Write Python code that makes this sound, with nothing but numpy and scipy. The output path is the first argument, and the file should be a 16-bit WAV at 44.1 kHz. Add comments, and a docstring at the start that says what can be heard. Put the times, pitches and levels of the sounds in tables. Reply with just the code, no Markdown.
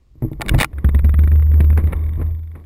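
"""A plastic kayak on a ribbed concrete ramp, outdoors, heard close up from a camera microphone on its deck.
First the boat is rolled upright and the hollow hull thumps; stones crack and scrape under the keel.
Then it is dragged, juddering over the ribs in quick knocks that keep a deep boom ringing.
At last the knocks shrink to a soft rattle of fittings and the boom dies away.
Throughout, the camera clips the loudest peaks and adds a thin, whistling edge."""
import sys
import numpy as np
from scipy import signal
from scipy.fft import rfft, irfft
from scipy.io import wavfile

SR = 44100
rng = np.random.default_rng(int(sys.argv[2]) if len(sys.argv) > 2 else 0)


def unload_wav(signal):
    """Save mono or channel-first audio to the path in sys.argv[1] as 16-bit WAV at rate SR, clipped to [-1, 1]."""
    wavfile.write(
        sys.argv[1],
        SR,
        np.round(np.clip(np.atleast_2d(signal).T, -1, 1) * 32767).astype(np.int16),
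    )


N = 116865

# modes of the hollow hull (frequency [Hz], gain [dB], t60 [s])
HULL_MODES = [(53.3, -12, 0.13), (118, -7, 0.11), (143.5, 2, .15), (193, -4, 0.064), (254.2, -2, 0.09),
              (316.6, 2, 0.12), (392, -7.5, 0.038), (429, -11, 0.08), (580, -6, 0.032), (791, -9, 0.023)]
# short, higher modes of the plastic shell (frequency [Hz], gain [dB], t60 [s])
SHELL_MODES = [(714, -2, 0.01), (830, 1.5, 0.03), (890, -1.5, 0.031), (1110, 5.5, 0.012), (1376, -1, 0.028),
               (1790, -0.5, 0.015), (2480, -8.5, 0.016)]
# the hull striking the ribs of the ramp (time [s], crunch level [dB], thud force [dB])
RIB_KNOCKS = [(0.729, -39.5, -33), (0.781, -32, -20.5), (0.843, -20.5, -2.5), (0.8868, -23.5, -10),
              (0.9444, -21.5, -7), (0.9881, -24, -18), (1.043, -22, -5.5), (1.0903, -27, -14.5),
              (1.139, -24, -8.5), (1.189, -24, -7.5), (1.234, -25.5, -10), (1.273, -26.5, -10.5),
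              (1.315, -29, -13), (1.354, -30, -12), (1.394, -36, -21), (1.421, -31, -26),
              (1.464, -38.5, -35.5), (1.514, -34, -16), (1.538, -28.5, -13), (1.603, -18, 0.5),
              (1.641, -28, -9.5), (1.7, -29, -11.5), (1.727, -30.5, -11), (1.773, -23.5, -21.5),
              (1.796, -35.5, -30.5), (1.838, -34, -8.5), (1.87, -28.5, -12), (1.898, -41, -26),
              (1.922, -27, -16)]
# bright spectrum of snapping stone and sand (frequency [Hz], gain [dB])
CRACK_COLOUR = [(800, -15), (1500, -3.5), (2250, 4.5), (2650, -7.5), (2900, 0), (3150, -14), (3600, 0),
                (4100, -9.5), (5300, -14), (6000, -14.5)]
# dull spectrum of grit crushed under the hull (frequency [Hz], gain [dB])
CRUNCH_COLOUR = [(200, 2.5), (500, 4), (800, -5), (1300, -1), (2000, -1), (2400, -6.5), (2700, -13.5),
                 (3150, -21.5), (3650, -13), (4200, -28.5), (6000, -40)]
# spectrum of loose fittings and trickling grit (frequency [Hz], gain [dB])
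RATTLE_COLOUR = [(500, 3.5), (1200, 3.5), (2200, 10.5), (2600, -6.5), (3150, -4.5), (3650, 5), (4200, -24),
                 (6000, -39)]


def undb(db):
    """Decibels to gain."""
    return 10 ** (np.asarray(db) / 20)


def curve(rows):
    """Join (time [s], value) rows by straight lines."""
    return np.interp(np.arange(N) / SR, *np.array(rows).T)


def colour(x, points):
    """Minimum-phase filter shaped by (frequency [Hz], gain [dB]) rows; keeps the power of white noise."""
    size = 16384
    hz, db = np.array(points).T
    bin_hz = np.fft.rfftfreq(size, 1 / SR)
    gain = undb(np.interp(np.log(bin_hz + 1), np.log(hz), db))
    gain = gain / np.sqrt(np.mean(gain ** 2))
    cepstrum = irfft(np.log(gain))
    cepstrum[1:size // 2] *= 2
    cepstrum[size // 2 + 1:] = 0
    return signal.fftconvolve(x, irfft(np.exp(rfft(cepstrum))))[:N]


def add(out, at, sound):
    """Mix a sound in at a time in seconds."""
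    i = int(at * SR)
    out[i:i + len(sound)] += sound[:max(N - i, 0)]


def swell(rise_ms, t60_ms):
    """Envelope that rises to 1 and dies away."""
    ms = np.arange(SR // 5) * 1000 / SR
    return np.clip(ms / rise_ms, 0, 1) ** 2 * undb(-60 * np.maximum(ms - rise_ms, 0) / t60_ms)


def burst(rise_ms, t60_ms):
    """One brief, rough contact: noise that swells to 1 and dies."""
    envelope = swell(rise_ms, t60_ms)
    return envelope * rng.choice([-1, 1], len(envelope))


def push(contact_ms):
    """Smooth force pulse of unit area: the longer the contact, the duller the blow."""
    u = np.arange(SR // 20) * 1000 / SR / contact_ms
    force = u ** 2 * np.exp(-2 * np.pi * u)
    return force / force.sum()


def ring(force, modes):
    """A force drives decaying modes, which radiate little below the lowest of them."""
    t = np.arange(SR // 2) / SR
    response = sum(undb(db - 60 * t / t60) * np.sin(2 * np.pi * hz * t) for hz, db, t60 in modes)
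    low_cut = signal.butter(2, .5 * modes[0][0], "high", fs=SR, output="sos")
    return signal.sosfilt(low_cut, signal.fftconvolve(force, response)[:N])


def grit(grains_per_s=3900, spread_db=4.5):
    """Dense tiny collisions of uneven size, rms 1."""
    hits = (rng.random(N) < grains_per_s / SR) * rng.choice([-1, 1], N)
    grains = hits * undb(spread_db * np.minimum(rng.exponential(size=N), np.pi))
    return grains / grains.std()


def outdoor_air():
    """A faint, steady hiss of open air around the ramp."""
    return undb(-69.5) * rng.standard_normal(N)


def sway():
    """The swaying boat puts a sub-bass rumble under the microphone."""
    # strength of the rumble (time [s], level [dB])
    sway_level = [(.01, -59), (.19, -42.5), (.25, -27), (.36, -35.5), (.47, -27), (.57, -12), (.68, -40),
                  (.83, -34), (.9, -21), (1.9, -26), (2.3, -26.5), (2.45, -44), (2.64, -45.5)]
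    # its spectrum (frequency [Hz], gain [dB])
    sway_colour = [(10, -1), (25, -7.5), (52, 2.5), (100, -8), (200, -22.5), (500, -80.5)]
    return colour(rng.standard_normal(N), sway_colour) * undb(curve(sway_level))


def rubbing():
    """The hull rubs on concrete, dull and grainy, with a faint bright crackle of sand."""
    # strength of the rubbing (time [s], level [dB])
    rub_level = [(.14, -67), (.21, -58), (.235, -43.5), (.38, -52.5), (.46, -31.5), (.55, -27.5),
                 (.68, -52.5), (.82, -41.5), (.9, -43.5), (1.46, -45.5), (1.62, -36), (1.74, -49.5),
                 (1.785, -24), (1.83, -38.5), (1.89, -33), (1.98, -37), (2.16, -44.5), (2.205, -32),
                 (2.27, -40.5), (2.42, -56), (2.535, -55), (2.562, -38.5), (2.64, -55.5)]
    # its spectrum (frequency [Hz], gain [dB])
    rub_colour = [(60, -13.5), (160, 5.5), (250, 1.5), (320, 2), (520, -8), (900, -17.5), (1100, -10),
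                  (1450, -30), (1900, -21.5), (2350, -24.5), (2550, -35), (3700, -48), (6000, -64)]
    rub = colour(grit(), rub_colour)
    sand = undb(-29) * colour(grit(), CRACK_COLOUR)
    return (rub + sand) * undb(curve(rub_level))


def fittings(even_from_s=2.2222, period_s=.0416, even_db=-50.5, fade_db_per_s=5.5):
    """Loose deck fittings near the microphone chatter, then settle into an even, fading tick."""
    # the first, uneven ticks (time [s], level [dB])
    chatter = [(1.963, -45), (1.989, -46.5), (2.012, -49), (2.036, -44), (2.062, -43.5), (2.089, -43),
               (2.132, -41.5), (2.154, -46)]
    even_times = np.arange(even_from_s, N / SR, period_s)
    even_ticks = [(at, even_db - fade_db_per_s * (at - even_from_s)) for at in even_times]
    ticks = np.zeros(N)
    for at, db in chatter + even_ticks:
        add(ticks, at, undb(db) * burst(rise_ms=2.5, t60_ms=25))
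    return colour(ticks, RATTLE_COLOUR)


def scuffs(rise_ms=6.8, top_hz=2600, trail_db=-18):
    """Grit scuffs under the sliding hull, ringing its shell, and trickles on after each knock."""
    # short slides over grit (time [s], level [dB], t60 [ms])
    slides = [(.216, -43.5, 75), (0.534, -26, 66), (1.767, -29, 100), (1.925, -23.5, 27), (2.209, -35, 60),
              (2.548, -43, 49)]
    slide, trail = np.zeros(N), np.zeros(N)
    for at, db, t60_ms in slides:
        add(slide, at, undb(db) * swell(rise_ms, t60_ms))
    for at, crunch_db, _ in RIB_KNOCKS:
        add(trail, at, undb(crunch_db + trail_db) * swell(rise_ms, t60_ms=29))
    grains = signal.sosfilt(signal.butter(2, top_hz, fs=SR, output="sos"), grit() * slide)
    trickle = colour(grit() * trail, RATTLE_COLOUR)
    return colour(grains, CRUNCH_COLOUR) + undb(-35) * ring(grains, SHELL_MODES) + trickle


def stones(rise_ms=1.74, t60_ms=11.4):
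    """Stones snap under the keel, clack in the shell and run together into a short scrape."""
    # single stones cracking (time [s], snap level [dB], clack force [dB])
    cracks = [(0.33, -43.5, -44), (0.408, -30, -19), (0.4158, -12.5, -19), (0.4211, -32, -22.5),
              (0.461, -32, -29.5), (0.4825, -15.5, -34), (0.492, -6.5, -33), (0.545, -35, -15),
              (0.587, -19, -14.5), (0.6006, -9, -27), (0.6088, -14.5, -10), (0.6185, -11.5, -17),
              (0.6292, -9, -8.5), (0.6435, -9.5, -11.5)]
    # the keel grinding over grit (time [s], level [dB])
    scrape_level = [(.578, -38), (.586, -25), (.598, -26.5), (.612, -12), (.624, -31), (.638, -38),
                    (.65, -45), (.664, -54)]
    t = np.arange(N) / SR
    grinding = (t > scrape_level[0][0]) & (t < scrape_level[-1][0])
    scrape = grit() * undb(curve(scrape_level)) * grinding
    crunch = undb(-3) * colour(scrape, CRUNCH_COLOUR)
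    snaps, clacks = scrape.copy(), undb(-11) * scrape
    for at, snap_db, clack_db in cracks:
        add(snaps, at, undb(snap_db) * burst(rise_ms, t60_ms))
        add(clacks, at, undb(clack_db) * burst(rise_ms, t60_ms / 2))
    return crunch + colour(snaps, CRACK_COLOUR) + undb(-23.5) * ring(clacks, SHELL_MODES)


def thumps():
    """The hull drops onto the ramp and rings hollow right under the microphone."""
    # blows on the hull (time [s], force [dB], contact time [ms])
    blows = [(0.155, -46, 1.5), (.223, -20, 1.3), (.231, -22.5, 1.05), (.239, -18, 2.45),
             (0.248, -16.5, 1.8), (.316, -24, 1.3), (0.399, -28.5, 0.29), (0.463, -16.5, 8.7),
             (0.513, -9, 6.5), (0.539, -5.5, 4.6), (0.548, -4.5, 4.76), (0.583, -9, 7.7),
             (.644, -26.5, 2.3), (1.772, -28, 3), (2.177, -22, 3.7), (2.198, -20, 3.7), (2.555, -41, 1.1)]
    force = np.zeros(N)
    for at, db, contact_ms in blows:
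        add(force, at, undb(db) * push(contact_ms))
    return ring(force, HULL_MODES)


def judder(thud_hz=158, thud_t60_s=0.02):
    """Each rib of the ramp gives a damped thud, a small crunch and a faint ring of the hull."""
    crunch, force = np.zeros(N), np.zeros(N)
    for at, crunch_db, thud_db in RIB_KNOCKS:
        add(crunch, at, undb(crunch_db) * burst(rise_ms=3.05, t60_ms=22.5))
        add(force, at, undb(thud_db) * push(contact_ms=1.92))
    thuds = ring(force, [(thud_hz, 0, thud_t60_s)])
    return colour(crunch, CRUNCH_COLOUR) + thuds + undb(-26) * ring(force, HULL_MODES)


def boom():
    """One deep resonance of the dragged, juddering hull rises slowly in pitch."""
    # pitch of the resonance (time [s], frequency [Hz])
    boom_pitch = [(.73, 69.5), (.98, 70), (1.06, 72.5), (1.33, 76), (1.68, 75), (1.79, 77.5), (2.08, 77),
                  (2.22, 80), (2.64, 81)]
    # its surges and final fade (time [s], rms level [dB])
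    boom_level = [(.715, -61), (.74, -23), (.785, -24.5), (.81, -24), (.838, -47), (.85, -6), (.935, -18.5),
                  (.955, -6), (1.005, -17.5), (1.038, -14.5), (1.052, -6), (1.135, -15), (1.205, -7.5),
                  (1.3, -13), (1.33, -8.5), (1.41, -10.5), (1.5, -12.5), (1.54, -8), (1.68, -10.5),
                  (1.715, -9), (1.79, -12.5), (1.82, -22.5), (1.853, -9), (1.885, -15), (1.915, -36.5),
                  (1.95, -19.5), (2.04, -18), (2.09, -19.5), (2.205, -23.5), (2.24, -18), (2.36, -23),
                  (2.44, -27), (2.54, -32), (2.64, -40.5)]
    phase = 2 * np.pi * np.cumsum(curve(boom_pitch)) / SR
    return np.sqrt(2) * undb(curve(boom_level)) * np.sin(phase)


def scene():
    """The boat reaches one microphone through the deck, over faint outdoor air."""
    mix = outdoor_air() + thumps() + stones() + judder() + scuffs() + fittings()
    return (mix + boom() + rubbing() + sway())[None]


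def record(dry, hold_hz=12000, clip_level=0.5097, top_hz=15400):
    """The camera samples slowly, clips and holds each sample, mirroring the sound around the hold rate."""
    samples = np.clip(signal.resample_poly(dry, hold_hz, SR, axis=1), -clip_level, clip_level)
    steps = np.repeat(samples, 8, axis=1)
    held = signal.resample_poly(steps, SR, 8 * hold_hz, axis=1)[:, :N]
    high_cut = signal.ellip(6, .2, 70, top_hz, fs=SR, output="sos")
    return signal.sosfilt(high_cut, held)


dry = scene()
out = record(dry)
unload_wav(out)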